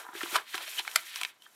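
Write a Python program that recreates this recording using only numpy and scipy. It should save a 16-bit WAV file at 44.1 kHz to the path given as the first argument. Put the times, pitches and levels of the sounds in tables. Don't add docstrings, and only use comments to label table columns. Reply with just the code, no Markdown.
import sys
import numpy as np
from scipy import signal
from scipy.fft import rfft, irfft, next_fast_len
from scipy.io import wavfile
from scipy.ndimage import map_coordinates

SR = 44100
rng = np.random.default_rng(int(sys.argv[2]) if len(sys.argv) > 2 else 0)


def master(y):
    cut = np.clip(np.atleast_2d(y).T, -1, 1)
    pcm = np.round(cut * 32767)
    wavfile.write(sys.argv[1], SR, pcm.astype(np.int16))


N = 68355

# time in seconds, level in dB.
SLIDE_HISS_LEVEL = [(0, -48), (.03, -55.5), (.06, -61.5), (.125, -61.5), (.155, -48.5), (.27, -47),
                    (.335, -39), (.362, -41), (.385, -50), (.455, -67), (.48, -56.5), (.525, -52.5),
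                    (.555, -42), (.595, -52.5), (.63, -44), (.655, -51.5), (.68, -46.5), (.795, -43.5),
                    (.815, -51.5), (.94, -49), (.975, -46.5), (1.03, -52), (1.09, -48.5), (1.12, -53),
                    (1.17, -44.5), (1.21, -50.5), (1.265, -55.5), (1.3, -55.5), (1.325, -72), (1.4, -73.5),
                    (1.445, -63), (1.5, -67.5), (1.55, -60.5)]
# time in seconds, level in dB.
SLIDE_BODY_LEVEL = [(0, -52), (.035, -54), (.06, -64.5), (.12, -67), (.165, -46), (.24, -44), (.3, -47),
                    (.34, -39.5), (.38, -43), (.42, -52.5), (.452, -59), (.49, -46.5), (.595, -46),
                    (.63, -43), (.655, -47), (.675, -42), (.73, -48), (.8, -38), (.825, -52), (.93, -50.5),
                    (.98, -45.5), (1.04, -54), (1.065, -48.5), (1.14, -46), (1.2, -42.5), (1.24, -67),
                    (1.29, -54), (1.335, -66.5), (1.385, -75), (1.45, -61.5), (1.51, -71), (1.55, -70.5)]
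# time in seconds, level in dB.
SLIDE_HOLLOW_LEVEL = [(0, -47), (.046, -52), (.115, -57), (.16, -52), (.22, -51.5), (.3, -55.5),
                      (.345, -40.5), (.372, -36.5), (.41, -51), (.48, -81), (.53, -57.5), (.555, -56.5),
                      (.61, -47.5), (.66, -57), (.75, -60.5), (.8, -50), (.83, -62.5), (.96, -51),
                      (1.1, -73), (1.22, -54), (1.38, -73), (1.55, -69)]
# frequency in Hz, relative density in dB per Hz.
HISS_SPECTRUM = [(100, -64), (2500, -32), (4500, -2), (5800, 2.5), (7500, 3.5), (10000, 2.5), (13000, 3),
                 (15000, -4), (16000, -14.5)]
BODY_SPECTRUM = [(60, -46.5), (200, -35.5), (600, -22.5), (1200, -9), (1700, 0.5), (2300, 0.5),
                 (2750, -1.5), (3150, 2.5), (4000, 0), (5000, -8), (8000, -38)]
HOLLOW_SPECTRUM = [(60, -32), (200, -35), (340, -10), (480, -8.5), (600, -11.5), (740, -5.5), (1020, -3.5),
                   (1400, -4), (1900, -7), (2400, -19), (6000, -45.5)]
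GRAINS_PER_S, GRAIN_SPREAD_DB = 1800, 3
GRAIN_SHARE = 0.33

CRACKLE_DB, CRACKLE_SPREAD_DB, CRACKLE_HZ, CRACKLE_OCTAVES = 14, 4, 2400, 0.52

# start in seconds, level in dB, tilt in dB per octave
# (from 500 to 2000 Hz), t60 of the flutter in seconds.
TAPS = [(.0507, -40, -7.5, 0.0074), (.0657, -39.5, -9, 0.0072), (.088, -35.5, -5, 0.024),
        (0.1322, -41.5, 4, 0.0094), (.151, -35.5, 14, .015), (1.4642, -44, 8, 0.016)]
# frequency in Hz, gain in dB.
TAP_SPECTRUM = [(150, -36), (540, -47), (760, 10.5), (1800, 10.5), (2250, -23), (6000, -42)]
TAP_RATTLE_DB = -0.5

# start in seconds, level in dB, pitch in Hz.
PLOPS = [(.088, -49.5, 310), (0.133, -51.5, 330), (.151, -38, 388), (0.2332, -31, 351), (0.327, -39, 357),
         (.358, -31.5, 642), (0.544, -39.5, 363), (0.606, -52, 577), (.677, -44, 633), (0.78, -54, 366),
         (0.797, -50.5, 355), (.958, -34, 661), (1.219, -45, 766)]
PLOP_SWELL_S, PLOP_ROUGH_RAD = 0.0039, 0.24
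PUFF_DB, PUFF_T60_S = -26.5, 0.13
# frequency in Hz, relative level in dB.
PUFF_SPECTRUM = [(25, -28), (60, -13.5), (130, 7.5), (200, -3.5), (320, 8.5), (600, -9), (2000, -68.5)]

# time of the kick in seconds, level in dB, panel pitch in Hz, sharpness Q,
# crack against the panel in dB, rattle against the kick in dB, t60 of the rattle in seconds.
SNAPS = [(0.2083, -29.5, 1820, 6.6, -23, -9, 0.0081), (0.2131, -28.5, 1020, 0.71, -20, 5.5, 0.024),
         (0.2315, -29, 1555, 2.1, -8, 7, 0.012), (.234, -32, 2400, 1.3, -23, 26, 0.028),
         (0.258, -34.5, 1150, 1.9, -30, 31, 0.014), (0.346, -25.5, 1890, 0.85, -24, 7, 0.03),
         (.3575, -17.5, 1180, 1.78, -24, -16, 0.009), (.544, -27.5, 1600, 0.78, -36, -2, 0.006),
         (0.5541, -30.5, 2680, 1.04, -14, 1, 0.0095), (0.5795, -29, 1800, 0.64, -16, 0.5, 0.017),
         (0.6791, -37, 1900, 0.62, -11, -5, 0.0071), (0.851, -38.5, 1520, 1.5, -16, -4.5, 0.02),
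         (.878, -25.5, 1550, 0.86, -18, -1, 0.0077), (0.9146, -37, 2450, 1.3, -4.5, -5, 0.013),
         (0.959, -11.5, 2210, 5.7, -4.5, 4, 0.016), (0.9597, -15, 1370, 2.85, -3.5, 7.5, 0.0086),
         (1.0665, -41, 1800, 3.7, -9, 18, 0.013), (1.159, -29, 3020, 1.02, -28, -2.5, 0.004),
         (1.16, -35, 1200, 2.5, -5, 5.5, 0.015), (1.2128, -29, 1140, 2.9, -5.5, 3, 0.028),
         (1.2145, -28, 2740, 2.1, -14, -9, 0.013), (1.2333, -23.5, 2640, 2.2, -8, 5, 0.013),
         (1.2499, -24.5, 2400, 1.17, -18.5, -4.5, 0.019), (1.4216, -46, 3080, 8.2, -12, 2, 0.016)]
# frequency in Hz, gain in dB.
CRACK_SPECTRUM = [(100, -40.5), (400, -33.5), (720, -4), (1020, -5), (1400, -7.5), (3000, -5), (4200, 1.5),
                  (6000, -5), (9000, -3), (13000, -10), (16000, -26)]
# frequency in Hz, gain in dB.
RADIATION = [(50, -29), (300, -9.5), (500, -1.5), (750, 4), (4000, 4), (12000, 6.5)]
HIT_FRAME_S, RATTLE_RISE_S = 0.002, 0.0008
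STRAIN_DB, STRAIN_S = -14, 0.0018

# release in seconds, rise in seconds, level in dB, panel pitch in Hz,
# sharpness Q, crack against the panel in dB.
SCUFFS = [(0.34, 0.0051, -39, 2220, 4.4, -17), (0.348, 0.0045, -37, 1280, 1.8, 1),
          (.363, 0.016, -22, 1186, 2, -14.5), (.366, 0.02, -24, 2850, 2.6, -4.5),
          (0.3868, .009, -31, 1670, 1.7, -26), (.551, 0.014, -32, 1820, 0.81, -33),
          (0.797, 0.014, -29, 2750, 1.23, -6), (.799, 0.01, -40, 913, 4.7, -38.5),
          (0.876, 0.0063, -39, 1090, 1.4, -10.5)]
RELEASE_S = 0.012

# start in seconds, level in dB, pitch as a ratio to the modes.
KNOCKS = [(.546, -30, 1.01), (.578, -36.5, 1.03), (1.2115, -42, .99)]
# frequency in Hz at ratio 1, relative level in dB, t60 in seconds.
FOLD_MODES = [(736, -0.5, 0.044), (1007, -5.5, 0.042), (1328, -1, 0.052)]

# release in seconds, rise in seconds, level in dB, mean pitch in Hz,
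# waver as a share of the pitch.
SQUEAKS = [(0.793, 0.019, -31.5, 3084, .05), (1.425, 0.034, -64, 3030, 0.0058),
           (1.468, 0.042, -57.5, 3180, 0.033), (1.534, 0.076, -77, 4490, .002)]
SQUEAK_WAVER_PER_S, SQUEAK_OVERTONE_DB = 810, -18

# frequency in Hz, lift in dB before the overall gain.
COLOUR_PEAKS = [(338, 3.5), (988, 4), (1356, 2.5), (1762, -0.5), (2273, 2), (2566, 5), (3093, 3),
                (3970, 1.5), (5650, 4)]
COLOUR_Q, COLOUR_DB = 20.7, -1.31

# frequency in Hz, t60 in seconds.
ROOM_T60 = [(200, 0.32), (600, 0.21), (1500, 0.18), (4000, 0.11), (12000, 0.054)]
ROOM_DB = -15.5
# frequency in Hz, relative density in dB per Hz.
FLOOR_SPECTRUM = [(25, -31), (100, -1.5), (300, 6.5), (1000, 3.5), (3000, -3), (8000, -7), (15000, -37)]
FLOOR_DB = -72
TOP_HZ = 15900


def amp(db):
    return 10 ** (np.asarray(db) / 20)


def unit(x):
    return x / np.sqrt(np.mean(x ** 2) + 1e-20)


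def unit_energy(x):
    return x / np.linalg.norm(x)


def decay(t, t60):
    return np.exp(-np.log(1000) * t / t60)


def along(points, hz):
    f, v = np.transpose(points)
    return np.interp(np.log(hz + 1), np.log(f + 1), v)


def level(points):
    s, db = np.transpose(points)
    return amp(np.interp(np.arange(N) / SR, s, db))


def wobble(rate):
    return map_coordinates(rng.standard_normal(2048), [np.arange(N) * rate / SR], mode="mirror")


def coloured(x, gain):
    m = 2 * next_fast_len(len(x))
    log_gain = np.log(np.maximum(gain(np.fft.rfftfreq(m, 1 / SR)), 1e-6))
    cepstrum = irfft(log_gain, m)
    cepstrum[1:m // 2] *= 2
    cepstrum[m // 2 + 1:] = 0
    return irfft(rfft(x, m) * np.exp(rfft(cepstrum)), m)[:len(x)]


def shaped(x, spectrum):
    return unit(coloured(x, lambda hz: amp(along(spectrum, hz))))


def add(track, s, sound):
    part = track[max(round(s * SR), 0):][:len(sound)]
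    part += sound[:len(part)]


def paper(force, pitch_hz, q, crack_db):
    def gain(hz):
        detuning = q * (hz / pitch_hz - pitch_hz / (hz + 1))
        panel = amp(along(RADIATION, hz)) / np.hypot(1, detuning ** 2)
        crack = amp(crack_db + along(CRACK_SPECTRUM, hz))
        return np.hypot(panel, crack)
    return coloured(force, gain)


def swell(t, rise_s):
    return amp(np.where(t < 0, -20 * (t / rise_s) ** 2, -60 * t / RELEASE_S))


def friction(spectrum):
    catches = rng.random(N) < GRAINS_PER_S / SR
    signs = rng.choice([-1, 1], N)
    size_db = GRAIN_SPREAD_DB * np.minimum(rng.exponential(size=N), 4)
    grains = catches * signs * amp(size_db)
    rush = rng.standard_normal(N)
    mix = np.sqrt(GRAIN_SHARE) * unit(grains) + np.sqrt(1 - GRAIN_SHARE) * rush
    return shaped(mix, spectrum)


def sliding(hiss_jitter_db=1.53, body_jitter_db=-1.9, hollow_jitter_db=2):
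    pressure = wobble(94.55)
    hiss = level(SLIDE_HISS_LEVEL) * amp(hiss_jitter_db * pressure) * friction(HISS_SPECTRUM)
    body = level(SLIDE_BODY_LEVEL) * amp(body_jitter_db * pressure) * friction(BODY_SPECTRUM)
    hollow = level(SLIDE_HOLLOW_LEVEL) * amp(hollow_jitter_db * wobble(130)) * friction(HOLLOW_SPECTRUM)
    return hiss + body + hollow


def crackles(count=110):
    out, effort, kick = np.zeros(N), level(SLIDE_BODY_LEVEL), signal.unit_impulse(256)
    for when, size, pitch in rng.random((count, 3)):
        at = int(when * N)
        pitch_hz = CRACKLE_HZ * 2 ** (CRACKLE_OCTAVES * (2 * pitch - 1))
        tick = paper(kick, pitch_hz, q=1.8, crack_db=-16)
        db = CRACKLE_DB + CRACKLE_SPREAD_DB * min(-np.log(1 - size), 2)
        add(out, at / SR, amp(db) * effort[at] * unit_energy(tick))
    return out


def taps():
    out, t = np.zeros(N), np.arange(2048) / SR
    for s, db, tilt_db, t60 in TAPS:
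        rattle = rng.standard_normal(len(t)) * decay(t, t60) * (1 - np.exp(-t / RATTLE_RISE_S))
        force = (t == 0) + amp(TAP_RATTLE_DB) * unit_energy(rattle)

        def pad(hz):
            octaves = np.log2(np.clip(hz / 1000, .5, 2))
            return amp(along(TAP_SPECTRUM, hz) + tilt_db * octaves)
        tap = coloured(force, pad)
        add(out, s, amp(db) * np.sqrt(HIT_FRAME_S * SR) * unit_energy(tap))
    return out


def plops():
    out, t = np.zeros(N), np.arange(4096) / SR
    u = t / PLOP_SWELL_S
    for s, db, pitch_hz in PLOPS:
        phase = 2 * np.pi * pitch_hz * t + PLOP_ROUGH_RAD * wobble(235)[:len(t)]
        note = np.sin(phase) * (u * np.exp(1 - u)) ** 2
        air = shaped(rng.standard_normal(len(t)), PUFF_SPECTRUM)
        puff = air * decay(t, PUFF_T60_S) * (1 - np.exp(-u)) ** 2
        add(out, s, amp(db) * (note + amp(PUFF_DB) * puff))
    return out


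def snaps():
    out, t = np.zeros(N), np.arange(-256, 2048) / SR
    after = np.maximum(t, 0)
    for s, db, pitch_hz, q, crack_db, rattle_db, t60 in SNAPS:
        noise = rng.standard_normal(len(t))
        strain = noise * (t < 0) * np.exp(-np.abs(t) / STRAIN_S)
        rattle = noise * decay(after, t60) * (1 - np.exp(-after / RATTLE_RISE_S))
        force = (t == 0) + amp(rattle_db) * unit_energy(rattle) + amp(STRAIN_DB) * unit_energy(strain)
        snap = paper(force, pitch_hz, q, crack_db)
        add(out, s + t[0], amp(db) * np.sqrt(HIT_FRAME_S * SR) * unit_energy(snap))
    return out


def scuffs(ragged_db=0.0):
    out, t = np.zeros(N), np.arange(-4096, 4096) / SR
    for s, rise_s, db, pitch_hz, q, crack_db in SCUFFS:
        force = rng.standard_normal(len(t)) * amp(ragged_db * wobble(900)[:len(t)])
        drag = paper(force, pitch_hz, q, crack_db)
        add(out, s + t[0], amp(db) * swell(t, rise_s) * unit(drag))
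    return out


def knocks(attack_s=0.0026):
    out, t = np.zeros(N), np.arange(4096) / SR
    for s, db, ratio in KNOCKS:
        ring = np.zeros(len(t))
        for hz, mode_db, t60 in FOLD_MODES:
            ring += amp(mode_db) * np.sin(2 * np.pi * ratio * hz * t) * decay(t, t60)
        add(out, s, amp(db) * ring * (1 - np.exp(-t / attack_s)) ** 2)
    return out


def squeaks(flutter_db=3):
    out, t = np.zeros(N), np.arange(N) / SR
    for s, rise_s, db, pitch_hz, waver in SQUEAKS:
        slip_rate_hz = pitch_hz * (1 + waver * wobble(SQUEAK_WAVER_PER_S))
        phase = 2 * np.pi * np.cumsum(slip_rate_hz) / SR
        tone = np.sin(phase) + amp(SQUEAK_OVERTONE_DB) * np.sin(2 * phase)
        fluttering = tone * amp(flutter_db * wobble(170))
        out += amp(db) * swell(t - s, rise_s) * unit(fluttering)
    return out


def peaked(x):
    def gain(hz):
        lift_db = sum(db / (1 + (2 * COLOUR_Q * (hz / peak_hz - 1)) ** 2) for peak_hz, db in COLOUR_PEAKS)
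        return amp(COLOUR_DB + lift_db)
    return coloured(x, gain)


def room(x):
    hz, t, bands = signal.stft(rng.standard_normal(SR // 3), SR, nperseg=256)
    fading = bands * decay(t, along(ROOM_T60, hz)[:, None])
    tail = signal.istft(fading, SR, nperseg=256)[1]
    tail = np.pad(tail, (128, 0))
    return signal.fftconvolve(x, unit_energy(tail))[:N]


def scene():
    touches = sliding() + crackles() + snaps() + taps() + knocks() + scuffs() + squeaks() + plops()
    handling = peaked(touches)
    floor = amp(FLOOR_DB) * shaped(rng.standard_normal(N), FLOOR_SPECTRUM)
    return (handling + amp(ROOM_DB) * room(handling) + floor)[None]


def record(dry):
    m = next_fast_len(N + 8192)
    kept = np.fft.rfftfreq(m, 1 / SR) < TOP_HZ
    return irfft(rfft(dry, m) * kept, m)[:, :N]


dry = scene()
out = record(dry)
master(out)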